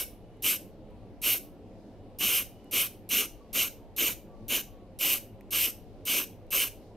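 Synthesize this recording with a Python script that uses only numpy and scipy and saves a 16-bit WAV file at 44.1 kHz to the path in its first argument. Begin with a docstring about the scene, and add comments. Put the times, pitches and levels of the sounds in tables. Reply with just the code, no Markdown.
"""A walled garden, with an aerosol paint can pressed thirteen times at arm's length.
Each press snaps the valve open, builds, eases off and shuts: the jet hisses and sizzles, the nozzle
cavity sings, paint mist drums on the part. The wall and paving answer briefly. Behind it, far traffic
hums, leaves rustle, a breeze rumbles, birds call, and the glove ticks on the can."""
import sys
import numpy as np
from scipy import signal
from scipy.fft import rfft, irfft, next_fast_len
from scipy.io import wavfile
from scipy.ndimage import uniform_filter1d, map_coordinates

SR = 44100
rng = np.random.default_rng(int(sys.argv[2]) if len(sys.argv) > 2 else 0)


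def to_wav(sig):
    """Store sig (one row per channel, or 1-D mono) as 16-bit WAV at the path in sys.argv[1].

    Samples outside -1..1 are clipped; the rate is SR.
    """
    pcm = np.clip(np.atleast_2d(sig), -1, 1) * 32767
    pcm = np.round(pcm).astype(np.int16)
    wavfile.write(sys.argv[1], SR, pcm.T)  # frames by channels


N = 306936

# Tone of each layer: frequency_hz, level_db
TRAFFIC_TONE = [(41, -29.5), (70, -11.5), (102, 4), (136, -7.5), (227, 0), (261, -6.5), (296, 0.5),
                (327, -5), (495, -7), (533, -4.5), (568, -8.5), (739, -12.5), (1400, -33.5), (1820, -58.5),
                (3080, -120)]
LEAF_TONE = [(760, -31.5), (1300, -12), (2000, -11.5), (2860, -12.5), (3200, -15), (4100, -17), (5500, -23),
             (7100, -27.5), (11200, -30), (13100, -28.5), (14200, -41), (15600, -42)]
AIRY_TONE = [(1500, -41), (3000, -3), (5000, 0), (8000, -11), (13000, -13), (15600, -20.5)]
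BREEZE_TONE = [(10, -26.5), (22, 0), (30, -1), (55, -0.5), (75, -18.5), (120, -46), (300, -120)]
GARDEN_TONE = [(500, -24), (1500, 7), (3000, -5), (5000, 2.5), (8000, 3.5), (13000, -3), (15500, 0)]
SIZZLE_TONE = [(7500, -44), (8600, -15.5), (9600, -7), (10300, -3.5), (11000, -8), (12000, -2.5),
               (12900, 2), (13300, 1.5), (14000, -9), (14800, -16), (15400, -12.5), (15700, -16.5)]
JET_TONE = [(2600, -57), (3600, 1), (4600, -2), (6000, 1.5), (7500, -1), (8600, 3), (9600, -14),
            (11000, -36.5)]
CAVITY_TONE = [(1120, -45.5), (1900, -20.5), (2220, -6), (2680, -3.5), (2940, -0.5), (3090, -2.5),
               (3440, -13), (3800, -18.5), (4940, -21.5), (8360, -120)]
MIST_TONE = [(120, -28.5), (200, -1), (303, 3), (503, 0), (799, -7), (869, -12.5), (1060, -2), (1340, -3.5),
             (1650, -4), (1810, -12.5), (1900, -7.5), (2470, -18), (4180, -120)]

# Stereo width, as side level against mid: frequency_hz, side_db
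FAR_WIDTH = [(60, -22), (110, -16), (200, -14.5), (380, -21), (700, -15.5), (1290, -7.5), (2380, -5.5),
             (4400, -2), (8120, 0), (15000, -1)]
BREEZE_WIDTH = [(20, 0), (45, 1), (65, -9)]
GARDEN_WIDTH = [(700, -13), (2000, -32), (3200, -21.5), (4600, -5), (8000, -3.5), (15000, 3)]
SPRAY_WIDTH = [(200, -25), (700, -15), (1300, -24.5), (2400, -56), (3500, -51.5), (4800, -22),
               (8000, -11.5), (15000, -12.5)]

# Faint airy swells of hiss between the presses: centre_s, half_width_s, level_db
AIRY_SWELLS = [(1.84, 0.16, -76), (2.64, 0.24, -75), (3.45, 0.18, -77), (4.42, 0.12, -78),
               (5.95, 0.16, -77.5), (6.85, 0.079, -72)]
# Far bird whistles: start_s, length_s, start_pitch_hz, end_pitch_hz, level_db
BIRD_NOTES = [(0.139, 0.29, 2920, 2940, -77), (.9, 0.085, 980, 952, -64), (.96, 0.15, 1170, 1135, -69.5),
              (1.42, 0.083, 1130, 1080, -69), (1.92, 0.22, 2900, 2900, -79), (2.45, 0.33, 2940, 2920, -72),
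              (3.4, 0.095, 1135, 1110, -66), (3.42, 0.087, 4550, 4500, -80), (3.79, 0.14, 920, 900, -65),
              (4.29, 0.1, 1150, 1150, -63), (4.39, 0.08, 1157, 1140, -67), (4.65, 0.24, 1140, 1107, -68.5),
              (5.2, 0.12, 2950, 2880, -68)]
# Time the garden takes to die away by 60 dB: frequency_hz, decay_s
GARDEN_DECAY = [(900, 0.059), (3000, 0.35), (8000, 0.25), (15000, 0.3)]
# The glove unsticking: start_s, level_db, knock_offset_db
GLOVE_TICKS = [(0.9064, -69, 0), (2.6434, -55, -4), (2.673, -69.5, -4), (5.409, -52, 6.5),
               (6.4668, -65, -2.5)]

# The jet's level on the left against the right: frequency_hz, level_db
JET_LEFT_GAIN = [(4500, -1), (8000, 0.5), (13000, -1)]
# How far the jet's phase leads on the left: frequency_hz, lead_rad
JET_LEFT_LEAD = [(4500, 0.018), (7000, 0.67), (15000, .4)]
# Three treble bands that follow the nozzle's aim: centre_hz, half_width_hz
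AIM_BANDS = [(10000, 450), (11900, 500), (14300, 500)]
# Shape of a press, in rows: cracked open, building, full, finger lifts, first drop, valve shuts.
# The sizzle follows the flow; the rest are offsets from it: flow_db, jet_db, cavity_db, mist_db
PRESS_STAGES = [(-16, -9, -15, -31.5), (-4, -6.5, -2.5, -17), (-0.7, -6.5, -3, -17.5), (0, -7.5, -4.5, -21),
                (-5.5, -9, -4.5, -13.5), (-12, -7.5, -8, -19)]
# One row a press: start_s, hold_s, release_s, level_db, sizzle_swell_db, jet_trim_db, cavity_trim_db,
# mist_trim_db, third_notch_hz, chest_echo_share, aim_low_db, aim_mid_db, aim_high_db
VALVE_PRESSES = [(-0.12, 0.12, 0.04, -27, -9, -2.5, -5, -4, 7400, .1, -2, -1.5, -0.3),
                 (0.422, 0.094, 0.051, -25.5, 0, -0.5, -1, -2, 7300, 0.16, .6, 2, -3.5),
                 (1.216, 0.12, 0.045, -26, 2, -2, -2.5, -2.5, 7340, 0.13, -2, 0.5, -2.2),
                 (2.186, 0.2, .044, -27, 2, -0.3, -0.7, 0.1, 7650, 0.22, -0.3, -1, .8),
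                 (2.711, 0.11, 0.051, -26.5, 3, -0.5, 0.4, -0.5, 7300, 0.22, 1, -1, 0.5),
                 (3.09, 0.12, 0.049, -27.5, 0, 1.2, 0.9, 2, 7780, 0.23, -0.8, 0, 3),
                 (3.529, 0.1, 0.053, -27.5, -2, 1.3, 0.9, 2.1, 8000, 0.25, -5, -1.5, 4.5),
                 (3.963, .12, 0.05, -29.5, -1, 2.8, 1.9, 4, 7950, 0.35, -4, 1, 13),
                 (4.481, 0.086, 0.046, -30, -1.5, 3, 2.4, 5, 8200, 0.44, -1, 3, 11),
                 (4.988, 0.15, 0.045, -27.5, 1, 0.2, 0.1, 0.4, 7400, 0.1, -1, -0.5, -0.5),
                 (5.506, .152, 0.047, -27, 0.5, -0.5, -1.5, -1, 7170, 0.2, -2, 1, 1.2),
                 (6.052, 0.14, 0.052, -28.5, -1.5, 1.1, 0.7, 1.5, 7550, 0.27, -2.5, -2, 2),
                 (6.505, 0.13, 0.048, -27.5, -2.5, 0.3, 0.4, 0.6, 7300, 0.21, -2.5, -2.5, -.6)]

TRAFFIC_DB, BREEZE_DB, HEDGE_DB = -50.5, -57, -72.5
RISE_S, FULL_S, DROP_S = 0.024, 0.048, 0.012  # building and full after opening; first drop after lifting
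ECHO_SKEW = 0.037  # the left chest echo comes later by this share of its delay
TOP_HZ = 15714


def amp(db):
    """Decibels to gain."""
    return 10 ** (np.asarray(db) / 20)


def unit(x):
    """Scale to an rms of 1."""
    return x / np.sqrt(np.mean(x ** 2) + 1e-20)


def along(points, hz):
    """Read a curve of (frequency, value) points on a log frequency axis."""
    frequencies, values = np.transpose(points)
    return np.interp(np.log(hz + 1), np.log(frequencies + 1), values)


def wobble(rate_hz):
    """A smooth random drift, with rate_hz turning points a second."""
    knots = rng.standard_normal(int(N * rate_hz / SR) + 4)
    return map_coordinates(knots, [np.arange(N) * rate_hz / SR])


def filtered(x, response):
    """EQ x with a gain given as a function of frequency."""
    size = next_fast_len(N + 8192)
    return irfft(rfft(x, size) * response(np.fft.rfftfreq(size, 1 / SR)), size)[..., :N]


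def spread(pair, tone, width):
    """Colour two unrelated signals as mid and side, then mix to left and right."""
    mid, side = filtered(pair, lambda hz: amp(along(tone, hz) + [0 * hz, along(width, hz)]))
    return np.array([mid + side, mid - side])


def rush(tone, width, patchy_db, bins, frames, size=256):
    """Stereo noise with a mid rms of 1, mottled by patches of random gain, bins by frames in size."""
    spectra = signal.stft(rng.standard_normal((2, N), np.float32), nperseg=size)[2]
    patches = uniform_filter1d(rng.standard_normal(spectra.shape[1:]), bins, axis=0)
    patches = unit(uniform_filter1d(patches, frames, axis=1))
    mottled = signal.istft(spectra * amp(patchy_db * patches).astype(np.float32), nperseg=size)[1]
    pair = spread(mottled[:, :N], tone, width)
    return pair / np.std(pair.mean(0))


def traffic():
    """Far traffic lays down a low, gently wavering hum."""
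    level = amp(TRAFFIC_DB + 0.39 * wobble(4.7))
    return level * rush(TRAFFIC_TONE, FAR_WIDTH, patchy_db=3.0, bins=1, frames=4, size=2048)


def hedge():
    """The hedge rustles steadily."""
    return amp(HEDGE_DB) * rush(LEAF_TONE, FAR_WIDTH, patchy_db=1.1, bins=28, frames=8, size=1024)


def airy_swells():
    """Faint airy swells of hiss between the presses."""
    t = np.arange(N) / SR
    level = sum(amp(db) * np.exp(-((t - centre_s) / width_s) ** 2)
                for centre_s, width_s, db in AIRY_SWELLS)
    return level * unit(spread(rng.standard_normal((2, N)), AIRY_TONE, FAR_WIDTH))


def breeze():
    """A light breeze buffets each side on its own: a lumpy rumble, leaning left."""
    shared_db = BREEZE_DB + 1.2 * wobble(2.5)
    sides_db = 1.4 * np.array([wobble(3.9), wobble(7.5)]) + [[1.3], [-1.3]]
    rumble = unit(spread(rng.standard_normal((2, N)), BREEZE_TONE, BREEZE_WIDTH))
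    return amp(shared_db + sides_db + 2) * rumble


def birds():
    """Soft whistles from far off, smeared and wavering in the air."""
    out = np.zeros(N)
    waver, drift = amp(3 * wobble(60)), 1 + 0.009 * wobble(90)
    for start_s, length_s, start_hz, end_hz, db in BIRD_NOTES:
        start, n = round(start_s * SR), int(length_s * SR)
        pitch_hz = np.linspace(start_hz, end_hz, n) * drift[start:start + n]
        phase = 2 * np.pi * np.cumsum(pitch_hz) / SR
        out[start:start + n] += amp(db) * np.hanning(n) ** 0.17 * np.sin(phase)
    return out * waver


def garden_reverb(x):
    """Wall, hedge and paving scatter a short tail; the paths change as the can moves."""
    lead, step = SR // 10, SR // 4
    hz, t, spectra = signal.stft(rng.standard_normal((5, 2, SR // 3)), SR, nperseg=128)
    decay = amp(-60 * t / along(GARDEN_DECAY, hz)[:, None])
    tails = signal.istft(spectra * decay, SR, nperseg=128)[1]
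    # The first press is already under way, so the garden is already ringing.
    earlier = unit(np.convolve(x[:1000], rng.standard_normal(lead))[:lead])
    send = np.append(amp(7.5) * earlier * np.std(x[:1000]), x)
    wet = np.zeros((2, N + 2 * SR))
    for k, start in enumerate(range(0, len(send), step)):
        tail = tails[k % len(tails)]
        answer = signal.fftconvolve(send[None, start:start + step], tail / np.linalg.norm(tail[0]), axes=1)
        wet[:, start:start + answer.shape[1]] += answer
    return spread(wet[:, lead - 400:][:, :N], GARDEN_TONE, GARDEN_WIDTH)  # 9 ms of pre-delay


def glove_ticks():
    """The glove unsticks from the can: a short bright crack with a tin knock."""
    layers, t = np.zeros((2, N + SR)), np.arange(SR // 20) / SR
    for start_s, db, knock_db in GLOVE_TICKS:
        crack = amp(db - 60 * t / 0.012) * rng.standard_normal(len(t))
        knock = amp(db + knock_db - 60 * t / 0.02) * rng.standard_normal(len(t))
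        start = round(start_s * SR)
        layers[:, start:start + len(t)] += [crack, knock]
    crisp = lambda hz: amp(np.maximum(along(SIZZLE_TONE, hz) + 6, along(JET_TONE, hz) - 5))
    tinny = lambda hz: amp(along(CAVITY_TONE, hz * 1.2) + 9)
    return filtered(layers[0, :N], crisp) + filtered(layers[1, :N], tinny)


def held_at_arms_length(jet, third_notch_hz, echo_share, *aim_db):
    """An echo off the painter's chest combs the treble; the nozzle's aim recolours the top."""
    hz, sign = np.fft.rfftfreq(jet.shape[1], 1 / SR), np.array([[1], [-1]])
    delay_s = 2.5 / third_notch_hz * (1 + sign * ECHO_SKEW / 2)  # 2.5 cycles late at the third notch
    echo = echo_share / (1 + (3500 / (hz + 1)) ** 4)  # longer waves bend round the body
    echo /= 1 + (hz / 11800) ** 12  # the shortest sink into cloth
    comb = (1 + echo * np.exp(-2j * np.pi * hz * delay_s)) / np.sqrt(1 + echo ** 2)
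    apart = sign * np.clip((hz - 4300) / 500, 0, 1) / 2  # only short waves are panned
    pan = amp(apart * along(JET_LEFT_GAIN, hz)) * np.exp(1j * apart * along(JET_LEFT_LEAD, hz))
    aim = amp(sum(db * np.exp(-((hz - centre_hz) / width_hz) ** 2)
                  for (centre_hz, width_hz), db in zip(AIM_BANDS, aim_db)))
    return irfft(rfft(jet) * comb * pan * aim, jet.shape[1])


def spray():
    """Valve flow drives sizzle, jet body, nozzle cavity and mist; liquid paint makes them sputter."""
    sputter = unit(amp(0.27 * wobble(70) + 0.4 * wobble(500)))
    sizzle = rush(SIZZLE_TONE, SPRAY_WIDTH, patchy_db=2.1, bins=3, frames=15)
    jet = rush(JET_TONE, SPRAY_WIDTH, patchy_db=1.5, bins=3, frames=12)
    cavity = rush(CAVITY_TONE, SPRAY_WIDTH, patchy_db=1.2, bins=1, frames=11)
    mist = amp(3) * rush(MIST_TONE, SPRAY_WIDTH, patchy_db=2.8, bins=3, frames=6, size=512)
    layers = sputter * np.array([sizzle, jet, cavity, mist])
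    flow_db, *offsets_db = np.transpose(PRESS_STAGES)
    out = np.zeros((2, N))
    for start_s, hold_s, release_s, db, swell_db, jet_db, cavity_db, mist_db, *pose in VALVE_PRESSES:
        stages_s = start_s + np.array([0, RISE_S, FULL_S, hold_s, hold_s + DROP_S, hold_s + release_s])
        span = max(round(start_s * SR) - 512, 0) + np.arange(2 ** 14)
        t = span / SR
        snap_open = np.clip((t - start_s) / 0.0012, 0, 1)
        drain = amp(-60 * np.maximum(t - stages_s[-1], 0) / 0.03)
        sizzle_db = swell_db * np.interp(t, stages_s[2:5], [-0.5, 0.5, 0])
        levels_db = [db + np.interp(t, stages_s, flow_db + offset) + trim
                     for offset, trim in zip((0, *offsets_db), (sizzle_db, jet_db, cavity_db, mist_db))]
        envelopes = snap_open * drain * amp(levels_db)
        envelopes[:2] *= 1 + 0.72 * amp(-60 * np.abs(t - start_s) / 0.024)  # the first gas spits out
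        burst = (envelopes[:, None] * layers[:, :, span]).sum(0)
        out[:, span] += held_at_arms_length(burst, *pose)
    return out


def scene():
    """The can up close, with a touch of garden reverb, over the outdoor bed."""
    near = spray() + glove_ticks()
    reverb = amp(-14.5) * garden_reverb(near.mean(0))
    return near + reverb + birds() + traffic() + hedge() + airy_swells() + breeze()


def record(dry):
    """A steep high cut takes off the very top."""
    return filtered(dry, lambda hz: np.sin(np.pi / 2 * np.clip((TOP_HZ + 90 - hz) / 160, 0, 1)) ** 2)


dry = scene()
out = record(dry)
to_wav(out)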